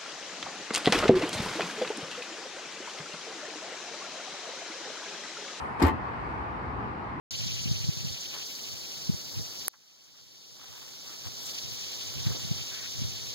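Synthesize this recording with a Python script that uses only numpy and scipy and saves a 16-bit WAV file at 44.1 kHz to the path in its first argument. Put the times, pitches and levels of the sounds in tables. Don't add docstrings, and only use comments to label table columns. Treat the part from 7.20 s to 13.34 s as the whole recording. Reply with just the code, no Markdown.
import sys
import numpy as np
from scipy import signal
from scipy.fft import rfft, irfft, next_fast_len
from scipy.io import wavfile
from scipy.ndimage import uniform_filter1d, minimum_filter1d

SR = 44100
rng = np.random.default_rng(int(sys.argv[2]) if len(sys.argv) > 2 else 0)


def int16_out(signal):
    q = np.round(np.clip(np.atleast_2d(signal).T, -1, 1) * 32767)
    wavfile.write(sys.argv[1], SR, q.astype(np.int16))


N = 270818
TIME = np.arange(N) / SR

# frequency_hz, density_db
AIR_COLOUR = [(25, -1), (45, -13), (70, -10), (110, 7), (160, 1), (250, -2.5), (400, -5.5), (600, -10.5),
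              (1000, -17), (2000, -22), (5000, -15.5)]
WIND_COLOUR = [(20, -17), (40, -1), (60, -6), (80, 6.5), (110, 10), (150, 5), (200, -8.5), (280, -16),
               (400, -24.5), (700, -54), (2000, -36.5)]
CLOTH_COLOUR = [(250, 12), (600, 9), (1200, 10), (2000, 4.5), (3500, 14), (7000, -44), (15000, -35)]
HISS_COLOUR = [(5000, 7.8), (7500, 23), (10200, 12.7), (11000, 4.5), (12500, 23), (15500, 19)]
CHORUS_COLOUR = [(1500, -18.5), (2000, -10), (2350, -3.5), (2500, -6.5), (3000, 2), (3600, 3.5),
                 (4300, 2.5), (5000, 3), (5900, 3.5), (6500, 0), (7200, -6), (8300, -25), (9500, -16.5)]
# start_s, hold_s, level_db
WIND_GUSTS = [(0.127, 0.065, -44.5), (0.21, 0.064, -36), (0.303, 0.13, -37.5), (0.458, .11, -33.5),
              (0.611, 0.078, -35.5), (0.773, 0.034, -38.5), (0.842, 0.071, -36), (1.892, 0.046, -37.5),
              (2.17, 0.03, -32.5), (4.07, 0.012, -36.5), (4.447, 0.082, -45), (4.828, 0.072, -49),
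              (4.965, 0.05, -36.5), (5.071, 0.057, -31), (5.21, 0.2, -40), (5.753, 0.36, -45.5),
              (5.798, 0.056, -34)]
# time_s, level_db, pitch_hz
EDDY_THUMPS = [(0.459, -22, 180), (0.516, -16.5, 136), (0.692, -11.5, 130), (0.85, -19, 146),
               (1.898, -10.5, 166), (1.945, -25.5, 125), (5.069, -15.5, 142), (5.251, -23.5, 143),
               (5.316, -14.5, 140), (5.82, -22.5, 196)]
# time_s, swish_db, length_s, scratch_vs_swish_db
SLEEVE_BRUSHES = [(1.165, -43.5, 0.063, -33), (1.364, -78.5, 0.37, 23.5), (3.424, -47, 0.085, -14),
                  (3.6, -45.5, 0.28, -5), (3.914, -48.5, 0.12, -6), (4.064, -43.5, 0.037, -7),
                  (4.28, -56, 0.13, 6), (5.118, -53.5, 0.86, -1.5)]
# start_s, level_db, hold_s, centre_hz, width_hz
# the row at 2.554 s is faint midrange background noise under the ducked field, just after the click
NOISE_BURSTS = [(2.539, -35, 0.002, 1390, 1400), (2.554, -55.5, 0.35, 1300, 2020),
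                (2.942, -52.5, 0.063, 1200, 1200), (4.188, -52, 0.02, 6500, 2400),
                (4.257, -38.5, 0.0082, 6530, 2400), (4.5, -54, 0.054, 13500, 4000),
                (5.064, -45.5, 0.0035, 1284, 1200), (5.097, -49, 0.0041, 1390, 1100),
                (5.091, -43.5, 0.016, 346, 316), (5.117, -48.5, 0.0057, 1080, 900),
                (5.148, -43.5, 0.017, 434, 338), (5.314, -43, 0.0045, 380, 300),
                (5.513, -49, 0.15, 2080, 1300)]
# centre_hz, width_hz, gain_db
CASING_MODES = [(1500, 2100, 0), (6300, 1500, -3), (10200, 4000, 7), (14600, 2600, -1)]
# pitch_hz, width_hz, level_db, swell_time_s, lift_db, swell_length_s
CRICKET_VOICES = [(4394, 50, -59, 1.0, 5, 0.7), (5889, 35, -60, 0.45, 11, 0.9)]
# time_s, away_fraction
CAMERA_TURN = [(0.2, 0), (1.1, 0.08), (1.65, 0.41), (2.3, 0.57), (2.8, 0.22), (4.1, 0.45), (4.8, 0.02)]
# time_s, lift_db, length_s
DRONE_SURGES = [(0.273, 2.5, 0.58), (4.23, 1, 0.02), (4.3, 3, 0.045), (4.327, -8, 0.008),
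                (4.35, 2.5, 0.015), (4.387, 5, 0.012)]
# centre_hz, width_hz, gain_db, place_throbs, spread_throbs, glide_octaves_per_throb
BODY_MODES = [(2880, 580, 6, 0.78, 0.097, -0.81), (2874, 570, 8.5, 0.07, 0.1, 0.93),
              (4330, 560, 7, 0.15, 0.11, 0.77), (4580, 600, 7, 0.61, 0.082, -1.35),
              (5750, 980, 5, 0.52, 0.22, -0.16), (6480, 1200, -1, 0.54, 0.11, -0.3)]
# time_s, throbs_per_s
THROB_PACE = [(0, 12.3), (0.9, 12.1), (1.4, 11.6), (2.4, 11.2), (4.4, 11.55), (6.1, 11.85)]
# time_s, relative_db
NEAR_BALANCE = [(0.2, -3), (1.0, -4.5), (1.25, -3.5), (1.7, -7), (2.4, -5), (3.0, -9), (4.4, -9),
                (6.0, -8.5)]


def from_db(db):
    return 10 ** (np.asarray(db) / 20)


def rms_one(x):
    return x / np.sqrt(np.mean(x ** 2) + 1e-20)


def curve(points):
    return np.interp(TIME, *np.transpose(points))


def swell(time_s, length_s):
    return np.exp(-np.log(16) * np.minimum(((TIME - time_s) / length_s) ** 2, 20))


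def held(start_s, hold_s, attack_s, release_s):
    early, late = np.maximum(start_s - TIME, 0), np.maximum(TIME - start_s - hold_s, 0)
    return np.exp(-np.minimum(early / attack_s + late / release_s, 20))


def drift(rate_hz, step=40):
    pole = np.exp(-2 * np.pi * step * rate_hz / SR)
    white = rng.standard_normal(N // step + 2002)
    slow = signal.lfilter([1], [1, -2 * pole, pole * pole], white)[2000:]
    return np.interp(np.arange(N) / step, np.arange(len(slow)), rms_one(slow))


def noise(colour):
    size = next_fast_len(N)
    hz, db = np.transpose(colour)
    log_hz = np.log(np.arange(size // 2 + 1) * SR / size + 1)
    outside = np.abs(log_hz - np.clip(log_hz, np.log(hz[0]), np.log(hz[-1])))
    gain = from_db(np.interp(log_hz, np.log(hz), db) - 30 * outside)
    return rms_one(irfft(rfft(rng.standard_normal((2, size))) * gain, size)[:, :N])


def lows(x, hz, order):
    return signal.sosfiltfilt(signal.butter(order, hz, fs=SR, output="sos"), x)


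def resonate(x, hz, width_hz):
    edges = [hz - width_hz / 2, hz + width_hz / 2]
    return signal.sosfilt(signal.butter(2, edges, "band", fs=SR, output="sos"), x)


def resonate_moving(x, hz, width_hz):
    carrier = np.exp(2j * np.pi * np.cumsum(hz) / SR)
    lowpass = signal.butter(2, width_hz / 2, fs=SR, output="sos")
    return np.real(carrier * signal.sosfilt(lowpass, x / carrier))


def air(level_db=-47, likeness=0.69, waver_db=0.2, rumble_db=-2, lump_db=4):
    common, apart = noise(AIR_COLOUR)
    ports = np.sqrt((1 + likeness) / 2) * common + np.sqrt((1 - likeness) / 2) * apart * [[1], [-1]]
    rumble = lows(ports, hz=170, order=2)
    lumps = from_db(rumble_db + lump_db * np.minimum(drift(6), 1))
    return from_db(level_db + waver_db * drift(4.6)) * (ports + (lumps - 1) * rumble)


def wind(gust_lump_db=2, breeze_db=-61, breeze_lump_db=6.5):
    eddies = noise(WIND_COLOUR)
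    eddies = eddies / np.sqrt(uniform_filter1d((eddies[0] - eddies[1]) ** 2 / 2, size=1500) + 0.019)
    gusts = sum(from_db(db) * held(start_s, hold_s, attack_s=0.013, release_s=0.026)
                for start_s, hold_s, db in WIND_GUSTS)
    puffs = gusts * from_db(gust_lump_db * drift(33))
    breeze = from_db(breeze_db + breeze_lump_db * drift(7))
    pressure = np.hypot(puffs, breeze)
    flutter = rms_one(resonate(rng.standard_normal((2, N)), hz=290, width_hz=240))
    return pressure * (eddies + from_db(13.5) * pressure * flutter)


def thumps(length_cycles=1.22, octave_db=-19.5):
    ports = np.zeros((2, N))
    for time_s, db, hz in EDDY_THUMPS:
        side, phase = rng.random(2)
        bell = swell(time_s, length_cycles / hz)
        angle = 2 * np.pi * (hz * (TIME - time_s) + phase)
        octave = from_db(octave_db) * bell * np.cos(2 * angle)
        ports[int(2 * side)] += from_db(db) * bell * (np.cos(angle) + octave)
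    return ports


def sleeve(grain_db=3.5):
    swish, scratch = noise(CLOTH_COLOUR), noise(HISS_COLOUR)
    strokes = sum(from_db(db) * swell(time_s, length_s) * (swish + from_db(scratch_db) * scratch)
                  for time_s, db, length_s, scratch_db in SLEEVE_BRUSHES)
    return strokes * from_db(grain_db * drift(115))


def noise_bursts(grain_db=-1.3):
    grainy = rng.standard_normal((2, N)) * from_db(grain_db * drift(150))
    bursts = 0
    for start_s, db, hold_s, hz, width_hz in NOISE_BURSTS:
        envelope = held(start_s, hold_s, attack_s=0.0037, release_s=0.0092)
        bursts += from_db(db) * envelope * rms_one(resonate(grainy, hz, width_hz))
    return bursts


def finger_click(time_s=2.48152, peak_db=18.8):
    snap = np.full(N, 1e-18)
    snap[int(time_s * SR)] = 1
    ring = sum(from_db(db) * resonate(snap, hz, width_hz) for hz, width_hz, db in CASING_MODES)
    return from_db(peak_db) * ring / np.abs(ring).max() * [[1], [0]]


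def hiss(away, level_db=-51.5, turn_lift_db=1, flicker_db=0.28):
    return from_db(level_db + turn_lift_db * away + flicker_db * drift(21)) * noise(HISS_COLOUR)


def crickets():
    voices = 0
    for hz, width_hz, db, time_s, lift_db, length_s in CRICKET_VOICES:
        whistle = rms_one(resonate(rng.standard_normal((2, N)), hz, width_hz))
        voices += from_db(db + lift_db * swell(time_s, length_s)) * whistle
    return voices


def far_chorus(throbs_per_s=11.8, pace_wander=0.0637, throb_db=0.63, flutter_db=2.24):
    drone, chorus = noise(CHORUS_COLOUR), 0
    below = [lows(drone, hz, order=3) for hz in (3300, 4000, 4800, 5700, 6600)]
    for low, high in zip([0] + below, below + [drone]):
        pace = throbs_per_s * (1 + pace_wander * drift(0.9))
        phase = 2 * np.pi * (np.cumsum(pace) / SR + rng.random())
        strokes = np.cos(2 * phase) + 0.97 * np.cos(phase)
        chorus += (high - low) * from_db(throb_db * strokes + flutter_db * drift(31))
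    return rms_one(chorus)


def near_cicada(first_throb_s=0.145, buckles_per_s=420, buckle_decay=2, unevenness_db=1.4):
    throbs = np.cumsum(curve(THROB_PACE)) / SR
    throbs -= np.interp(first_throb_s, TIME, throbs)
    buckle_phase = (np.cumsum(buckles_per_s * (1 + 0.003 * drift(6))) / SR) % 1
    buzz = np.exp(-buckle_decay * buckle_phase) * rng.standard_normal((2, N))
    song = 0
    for hz, width_hz, db, place, spread, glide in BODY_MODES:
        from_peak = (throbs - place + .5) % 1 - .5
        ring = resonate_moving(buzz, hz * 2 ** (glide * from_peak), width_hz)
        ring = ring / np.sqrt(uniform_filter1d(np.mean(ring ** 2, axis=0), size=330) + 1e-9)
        stroke = np.exp(-.5 * (from_peak / spread) ** 2)
        song += from_db(db + unevenness_db * drift(7.9)) * rms_one(ring * stroke)
    return rms_one(song * np.exp(-0.35 * buckle_phase))


def cicadas(away, base_db=-37.5, low_shelf_db=-2, turn_db=-5.5, turn_low_db=-3, turn_middle_db=4):
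    surges_db = sum(db * swell(time_s, length_s) for time_s, db, length_s in DRONE_SURGES)
    near_gain = from_db(curve(NEAR_BALANCE))
    blend = (near_gain * near_cicada() + far_chorus()) / np.sqrt(1 + near_gain ** 2)
    drone = from_db(base_db + surges_db + turn_db * away) * blend
    low_cut = (from_db(low_shelf_db + turn_low_db * away) - 1) * lows(drone, hz=4200, order=5)
    middle_lift = (from_db(turn_middle_db * away) - 1) * resonate(drone, hz=5270, width_hz=2300)
    return drone + low_cut + middle_lift


def scene():
    away = curve(CAMERA_TURN)
    field = cicadas(away) + crickets() + hiss(away) + air()
    return field + wind() + thumps() + sleeve() + noise_bursts() + finger_click()


def limiter(x, ceiling_db=-5.3, release_db_per_s=11.7):
    over_db = np.maximum(20 * np.log10(np.abs(x).max(axis=0) + 1e-9) - ceiling_db, 0)
    ramp_db = release_db_per_s * TIME
    duck_db = np.maximum.accumulate(over_db + ramp_db) - ramp_db
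    return x * minimum_filter1d(from_db(-duck_db), size=17)


def record(dry, delay_samples=16, silent_until_s=0.108, top_cut_hz=15700):
    opposite = np.pad(dry[::-1], ((0, 0), (delay_samples, 0)))[:, :N]
    stereo = limiter((dry - opposite) / np.sqrt(2)) * (TIME > silent_until_s)
    return signal.sosfilt(signal.ellip(10, .1, 80, top_cut_hz, fs=SR, output="sos"), stereo)


dry = scene()
out = record(dry)
int16_out(out)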